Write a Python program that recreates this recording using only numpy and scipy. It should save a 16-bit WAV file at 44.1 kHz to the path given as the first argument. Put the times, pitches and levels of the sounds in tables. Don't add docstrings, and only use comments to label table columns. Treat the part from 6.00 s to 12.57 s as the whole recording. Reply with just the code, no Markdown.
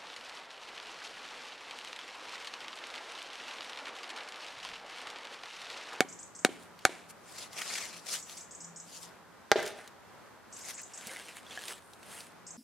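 import sys
import numpy as np
from scipy import signal
from scipy.fft import rfft, irfft, next_fast_len
from scipy.io import wavfile
from scipy.ndimage import uniform_filter1d

SR = 44100
rng = np.random.default_rng(int(sys.argv[2]) if len(sys.argv) > 2 else 0)


def digitize_waveform(pressure):
    field = np.atleast_2d(pressure).T
    bounded = np.clip(field, -1, 1)
    quanta = np.round(bounded * 32767).astype(np.int16)
    wavfile.write(sys.argv[1], SR, quanta)


N = 289737

# (time [s], level before force [dB], contact length [s], air rebound delay [s],
# thump [dB], smack [dB], sting [dB], slab ring [dB], echo send [dB])
PALM_SLAPS = [(.0056, -4.5, 0.0029, 0.00095, 7.5, 0.5, -2.5, 4, -4),
              (0.448, -4, 0.0036, 0.000913, 8, 3, 0.5, 0, 1),
              (0.8513, -1, .0024, 0.001, -3, 4.5, -1, -3.5, 2.5)]
# (frequency [Hz], level [dB])
PALM_POP = [(100, -33), (170, -9), (280, -3), (500, -3), (780, 2), (1100, 0.5), (1600, -1), (2200, -3.5),
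            (3200, -7), (4300, -5.5), (5000, -12.5), (7000, -8), (10000, -13.5), (12000, -23), (16000, -38)]
# (frequency [Hz], level [dB], t60 [s])
SLAB_MODES = [(385, -9.5, 0.056), (757, -2, 0.077), (2166, -5, 0.024), (2233, -5.5, 0.049),
              (3080, -6.5, 0.026)]


def slaps(force_db, ring_db):
    hits, rebounds = [], np.zeros(N)
    for s, db, length_s, rebound_s, thump_db, smack_db, sting_db, slab_db, echo_db in PALM_SLAPS:
        cupping = [(380, thump_db), (700, 0), (1100, 0), (1550, smack_db), (2200, 0), (3200, sting_db)]
        pop = colour(colour(contact(length_s), PALM_POP), cupping)
        pop = undb(db + force_db) * pop
        add(rebounds, s + rebound_s, -0.65 * uniform_filter1d(pop, size=3))
        slab = undb(db + ring_db + slab_db) * ring(SLAB_MODES)
        hits.append((s, pop + slab, echo_db))
    return hits, rebounds


# (time [s], level before force [dB],
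# contact length [s], ring [dB], echo send [dB], top of the treble [Hz])
BATON_STRIKES = [(3.5162, 0, 0.0017, -3, 13.5, 14000), (3.521, -7, 0.00153, 4, 14.5, 2520)]
# (frequency [Hz], level [dB])
METAL_CRACK = [(90, -39), (230, -9.5), (430, 1), (750, 3.5), (1000, -3.5), (1600, 3.5), (2050, -1.5),
               (2600, -10.5), (3400, -8), (4800, -6.5), (6500, -11.5), (8500, -23), (16000, -41)]
# (frequency [Hz], level [dB], t60 [s])
HALF_MODES = [(450, -5.5, 0.018), (620, -5.5, 0.057), (779, 2, 0.05), (1616, -6, 0.085),
              (2020, -4.5, 0.027), (3470, -12, 0.023), (4760, -10, 0.035)]


def strikes(force_db, ring_db):
    hits = []
    for s, db, length_s, half_db, echo_db, top_hz in BATON_STRIKES:
        crack = undb(force_db) * band(colour(contact(length_s), METAL_CRACK), 97, top_hz)
        half = undb(ring_db + half_db) * ring(HALF_MODES)
        hits.append((s, undb(db) * (crack + half), echo_db))
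    return hits


def blows(force_db, ring_db):
    hits, rebounds = slaps(force_db, ring_db)
    hits += strikes(force_db, ring_db)
    close, sent = np.zeros((2, N))
    for s, hit, echo_db in hits:
        add(close, s, hit)
        add(sent, s, hit * undb(echo_db))
    direct = close + rebounds
    slanted = signal.fftconvolve(direct, contact(0.00098))[:N]
    return spread(direct, slanted, width_db=-4.5) + yard(close, sent)


def contact(length_s):
    t = np.arange(4096) / SR
    window = np.exp(-(t / length_s) ** 4)
    force = rng.standard_normal(len(t)) * window
    for _ in range(12):
        flat = irfft(np.exp(1j * np.angle(rfft(force))))
        force = flat * window
    return force


def ring(modes):
    t = np.arange(4096) / SR
    out = np.zeros(len(t))
    for hz, db, t60 in modes:
        detuned_hz = hz * (1 + 0.00098 * rng.standard_normal())
        out += undb(db) * fade(t, t60) * np.sin(2 * np.pi * detuned_hz * t)
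    return out


def yard(close, sent):
    return scatter(close, db=-37.5, t60=0.083) + street(sent, wall_db=-17, wash_db=-58.0)


def scatter(x, db, t60):
    t = np.arange(SR // 3) / SR
    noise = spread(*rng.standard_normal((2, len(t))), width_db=5.5)
    response = band(noise, 133, 14500, order=1) * fade(t, t60) * (t > 0.003)
    return undb(db) * signal.fftconvolve(x[None], response, axes=1)[:, :N]


WALL_S, YARD_T60_S, TREBLE_T60_S = 0.041, 0.6, 0.66


def street(x, wall_db, wash_db):
    t = np.arange(SR * 3 // 4) / SR
    noise = spread(*rng.standard_normal((2, len(t))), width_db=4.5)
    wash = colour(noise, [(100, 0), (250, 7.0), (400, 4.5), (680, 3.0), (1100, -5.5),
                          (2800, 8.0), (4500, -3.5), (8000, -2.0), (14000, -1)])
    low = band(wash, 110, 5400) * fade(t, YARD_T60_S)
    treble = band(wash, 2920, 16400) * fade(t, TREBLE_T60_S)
    wall = band(1. 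* (t == 0), 230, 560)
    response = undb(wash_db) * (low + treble) + undb(wall_db) * wall
    out = np.zeros((2, N))
    add(out, WALL_S, signal.fftconvolve(x[None], response, axes=1))
    return out


# (time [s], peak level before gain [dB], ringing [Hz])
HALF_KNOCKS_AND_THUDS = [(3.585, -16, 620), (3.593, -15, 1590), (3.603, -23, 2140), (3.6256, -21, 1720),
                         (3.648, -23, 420), (3.7875, -26, 714), (5.0675, -31, 210), (5.094, -23.5, 2120),
                         (5.1323, -31, 2090), (5.1623, -20.5, 2020), (5.4656, -29, 3390),
                         (5.509, -24, 3350), (5.575, -16, 1686)]


def clinks(gain_db, t60, grit_db):
    out = np.zeros(N)
    for s, db, hz in HALF_KNOCKS_AND_THUDS:
        tick = band(contact(0.0019), 500, 7000, order=1)
        stone = ring([(hz, 0, t60), (hz * 1.07, -6, t60), (hz * 1.8, -9, t60 / 2), (740, -11, t60)])
        x = stone + undb(grit_db) * tick
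        add(out, s, undb(db + gain_db) * x / np.abs(x).max())
    return out


# (fastest moment [s], rise [s], fall [s], level before layer gains [dB],
# body [dB relative], crispness [dB relative])
STONE_SCRAPES = [ (.52, 0.056, 0.09, -64, -3, -12), (.62, 0.031, 0.065, -66.5, -8, -3),
                 (.915, 0.15, 0.15, -58.5, -8, -20), (3.595, 0.068, 0.061, -49.5, 7, -15),
                 (3.672, 0.046, .07, -49.5, 2.5, -10), (3.78, 0.044, 0.14, -61, 11, -9),
                 (5.13, 0.27, 0.3, -52.5, 2, -8), (5.29, 0.06, 0.069, -56, 0, -11),
                 (5.372, 0.037, 0.048, -57, 0, -4.5), (5.53, 0.11, 0.18, -53, -2.5, -12.5),
                 (5.695, .16, .11, -50, 1, -6), (5.87, 0.083, 0.23, -75.5, -3, 3.5),
                 (6.165, 0.16, .14, -54, -1, -4), ]
# (frequency [Hz], level [dB])
GRIT_COLOUR = [(120, -45), (200, -4), (258, -4.5), (540, -0.5), (1110, -3), (1570, 0), (1690, 0.5),
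               (1850, -1.5), (2090, -4), (2330, -6), (5450, -13.5), (9550, -17), (15000, -36.5)]


def scrapes():
    return rustle(STONE_SCRAPES, GRIT_COLOUR, grain_rate=900, grain_db=3.6, hiss=1.0,
                  flutter_db=1.2, shimmer_db=2.0, width_db=-12, body_db=-1.0, mid_db=2.0, crisp_db=5.5)


# (fastest moment [s], rise [s], fall [s],
# level before layer gains [dB], body [dB relative], crispness [dB relative])
SLEEVE_STROKES = [ (1.105, 0.019, 0.018, -58.5, 1, 2), (1.33, 0.11, 0.075, -59, 0.5, -2.5),
                  (1.42, 0.086, 0.06, -48, -6, -7), (1.6, 0.083, 0.097, -47.5, 2, -5.5),
                  (1.745, 0.22, 0.25, -46.5, -1, -8.5), (1.97, 0.073, 0.079, -59.5, -5, -3),
                  (2.135, 0.089, 0.077, -43.5, -4, -3.5), (2.33, 0.11, 0.15, -56, -5, -2.5),
                  (2.95, 0.12, 0.16, -57.5, -23, -2.5), (3.035, 0.058, 0.053, -57.5, -17, -1.5),
                  (4.6, .09, 0.064, -58, -2.5, -2.5), (4.695, 0.079, 0.061, -50.5, -2.5, -1.5),
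                  (4.785, 0.037, 0.051, -59, 0, -16), ]
# (frequency [Hz], level [dB])
CLOTH_COLOUR = [(88, -69), (150, -29), (216, -6), (294, -13.5), (687, -6), (866, -9.5), (1350, -7),
                (1510, -8.5), (2180, -3), (3820, 0.5), (6180, 1), (11000, -6), (15000, -21.5)]


def jacket():
    x = rustle(SLEEVE_STROKES, CLOTH_COLOUR, grain_rate=3000, grain_db=3.0, hiss=0.92,
               flutter_db=1.62, shimmer_db=2.5, width_db=4.5, body_db=1.5, mid_db=2.0, crisp_db=1.0)
    return x * undb(np.array([[1.2], [-1.2]]))


def rustle(strokes, spectrum, grain_rate, grain_db, hiss, flutter_db, shimmer_db, width_db,
           body_db, mid_db, crisp_db):
    happens = rng.random(N) < grain_rate / SR
    sizes = undb(grain_db * np.minimum(rng.exponential(size=N), 5)) * happens
    slips = unit(sizes * rng.choice([-1, 1], (2, N))) + hiss * rng.standard_normal((2, N))
    fluttering = spread(*slips, width_db) * undb(flutter_db * walk(90))
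    x = shimmer(colour(fluttering, spectrum), shimmer_db)
    mid = x.mean(0)
    body = band(x, 250, 2300, order=3) / np.std(band(mid, 600, 2200, order=4))
    middle = band(x, 2300, 8500, order=3) / np.std(band(mid, 2500, 4800, order=4))
    crisp = band(x, 8500, 18000, order=3) / np.std(band(mid, 9000, 13000, order=4))
    power = np.zeros((3, N))
    for s, rise_s, fall_s, db, body_rel, crisp_rel in strokes:
        gains = undb(db + np.array([body_rel + body_db, mid_db, crisp_rel + crisp_db]))
        power += np.outer(gains, swell(s, rise_s, fall_s)) ** 2
    return sum(np.sqrt(p) * layer for p, layer in zip(power, (body, middle, crisp)))


def shimmer(x, depth_db):
    cells = signal.stft(x, nperseg=512)[2]
    patches = uniform_filter1d(rng.standard_normal(cells.shape[1:]), size=8, axis=0)
    patches = uniform_filter1d(patches, size=5, axis=1)
    return signal.istft(cells * undb(depth_db * unit(patches)))[1][:, :N]


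STROKE_DEPTH_DB, STROKE_ROUNDNESS = 18.5, 1.5


def swell(s, rise_s, fall_s):
    t = np.arange(N) / SR - s
    away = np.abs(t) / np.where(t < 0, rise_s, fall_s)
    return undb(-STROKE_DEPTH_DB * np.minimum(away, 10) ** STROKE_ROUNDNESS)


# (time [s], peak level before gain [dB], centre [Hz])
LEAF_SNAPS = [(0.7903, -41, 3800), (1.383, -33, 6000), (1.5306, -32.5, 4600), (1.6169, -22, 2640),
              (1.7551, -23.5, 2860), (1.8537, -29, 5000), (2.2959, -30.5, 5400), (3.6276, -30, 7960),
              (3.662, -29, 6600), (3.676, -29, 7000), (3.876, -35.5, 4970), (4.816, -37, 8950),
              (5.070, -28, 9400), (5.681, -28.5, 4400), (5.934, -40.5, 4500), (6.03, -40, 3650),
              (6.205, -34, 5800)]


def snaps(gain_db, t60, tail_db, tail_t60):
    out, t = np.zeros((2, N)), np.arange(2048) / SR
    decay = fade(t, t60) + undb(tail_db) * fade(t, tail_t60)
    for s, db, hz in LEAF_SNAPS:
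        burst = spread(*rng.standard_normal((2, len(t))), width_db=-4.5) * decay
        x = band(burst, hz / 2, hz * 1.17, order=1)
        add(out, s, undb(db + gain_db) * x / np.abs(x).max())
    return out


# (time [s], level [dB], pitch ratio)
BIRD_CALLS = [(0.085, -41.5, 1.03), (0.188, -40.5, 1.07), (.349, -41, 1.05), (2.185, -40, 1.03),
              (2.368, -40.5, 1.02), (2.508, -41, 1.07), (2.603, -39.5, 1.02), (2.759, -40, 1.04),
              (4.524, -41, 1.04), (4.609, -41.5, .99), (4.738, -40, 1.04), (4.791, -40.5, 1.05),
              (4.934, -39, 1.04), (6.465, -40, 1.024)]
# (time from call start [s], starting pitch before ratio [Hz], level [dB], t60 [s], rasp [0-1])
CALL_FLICKS = [(0, 4660, 1, 0.1, 0.96), (.011, 5440, -1.5, 0.059, 1), (.04, 4900, 6.5, 0.038, .3)]


def bird(rasp_hz, direct_db, hedge_db, hedge_t60):
    out = np.zeros(N)
    for start, call_db, pitch in BIRD_CALLS:
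        for s, start_hz, db, t60, rasp in CALL_FLICKS:
            add(out, start + s, undb(call_db + db) * flick(start_hz, pitch, t60, rasp_hz * rasp))
    out = band(out, 4550, 8470, order=6)
    return undb(direct_db) * out + scatter(out, db=hedge_db, t60=hedge_t60)


FLICK_TOP_HZ, FLICK_CLIMB_S, FLICK_ATTACK_S = 7790, 0.00405, 0.0021


def flick(start_hz, pitch, t60, waver_hz):
    t = np.arange(2048) / SR
    hz = pitch * (FLICK_TOP_HZ + (start_hz - FLICK_TOP_HZ) * np.exp(-t / FLICK_CLIMB_S))
    wobble = unit(band(rng.standard_normal(len(t)), 140, 1230))
    phase = 2 * np.pi * np.cumsum(hz + waver_hz * wobble) / SR
    return (1 - np.exp(-t / FLICK_ATTACK_S)) * fade(t, t60) * np.sin(phase)


# (frequency [Hz], level [dB])
TRAFFIC_COLOUR = [(25, -37), (60, -9.5), (108, -15.5), (141, -13), (175, -2), (236, -2.5), (270, -4),
                  (363, -3.5), (1040, -2), (1560, -5), (2990, -16.5), (4490, -19.5), (8360, -24.5),
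                  (14800, -31), (16000, -50)]
# (time [s], level [dB])
ENGINE_DRONE = [(0, -69), (2.3, -71), (2.7, -62), (3.2, -68.5), (3.9, -80.5), (6.0, -85), (6.35, -66)]


def town(traffic_db, hum_hz):
    wash = colour(spread(*rng.standard_normal((2, N)), width_db=11), TRAFFIC_COLOUR)
    wash = wash / np.std(band(wash[0], 300, 1500, order=4))
    rumble = undb(-12) * unit(band(rng.standard_normal((2, N)), 70.7, 143, order=3))
    traffic = (wash + rumble) * undb(traffic_db + 0.99 * walk(7.7))
    drone = unit(band(rng.standard_normal(N), hum_hz - 4, hum_hz + 4))
    drone_s, drone_db = np.transpose(ENGINE_DRONE)
    return traffic + drone * undb(np.interp(np.arange(N) / SR, drone_s, drone_db))


# (frequency [Hz], side minus mid [dB])
MIC_DIFFERENCE = [(60, -10), (130, 6), (260, -3), (500, -15.5), (1000, -17.5), (2000, -18.5), (4000, -13),
                  (8000, -6), (12000, -0.5)]


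def spread(mid, side, width_db):
    points = [(hz, min(db + width_db, 0)) for hz, db in MIC_DIFFERENCE]
    return mid + colour(side, points) * np.array([[1], [-1]])


def undb(db):
    return 10 ** (np.asarray(db) / 20)


def add(out, s, x):
    i = max(int(s * SR), 0)
    out[..., i:i + x.shape[-1]] += x[..., :max(N - i, 0)]


def band(x, lo_hz, hi_hz, order=2):
    edges = [lo_hz, min(hi_hz, SR / 2 - 1000)]
    return signal.sosfilt(signal.butter(order, edges, "band", fs=SR, output="sos"), x)


def unit(x):
    return x / np.sqrt(np.mean(x ** 2))


def colour(x, points):
    size = next_fast_len(x.shape[-1] // 2 + 1024) * 2
    hz, db = np.transpose(points)
    log_hz = np.log(np.fft.rfftfreq(size, 1 / SR) + 1)
    cepstrum = irfft(np.log(undb(np.interp(log_hz, np.log(hz), db))))
    cepstrum[1:size // 2] *= 2
    cepstrum[size // 2 + 1:] = 0
    return irfft(rfft(x, size) * np.exp(rfft(cepstrum)))[..., :x.shape[-1]]


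def walk(rate):
    steps = rng.standard_normal(int(N / SR * rate) + 2)
    return unit(np.interp(np.arange(N) / SR * rate, np.arange(len(steps)), steps))


def fade(t, t60):
    return np.exp(-np.log(1000) * t / t60)


def scene():
    small = clinks(gain_db=-12, t60=0.06, grit_db=10)
    small = small + snaps(gain_db=-1.0, t60=0.017, tail_db=0, tail_t60=0.042)
    calls = bird(rasp_hz=940, direct_db=0.0, hedge_db=-32, hedge_t60=0.32)
    background = town(traffic_db=-57, hum_hz=170.6)
    return blows(force_db=20.5, ring_db=-20.0) + small + scrapes() + jacket() + calls + background


def record(dry):
    ceiling = 0.49
    clipped = dry / (1 + (dry / ceiling) ** 4) ** (1 / 4)
    thinned = signal.sosfilt(signal.butter(2, 65, "high", fs=SR, output="sos"), clipped)
    return signal.sosfilt(signal.ellip(8, 0.2, 70, 15800, fs=SR, output="sos"), thinned)


dry = scene()
out = record(dry)
digitize_waveform(out)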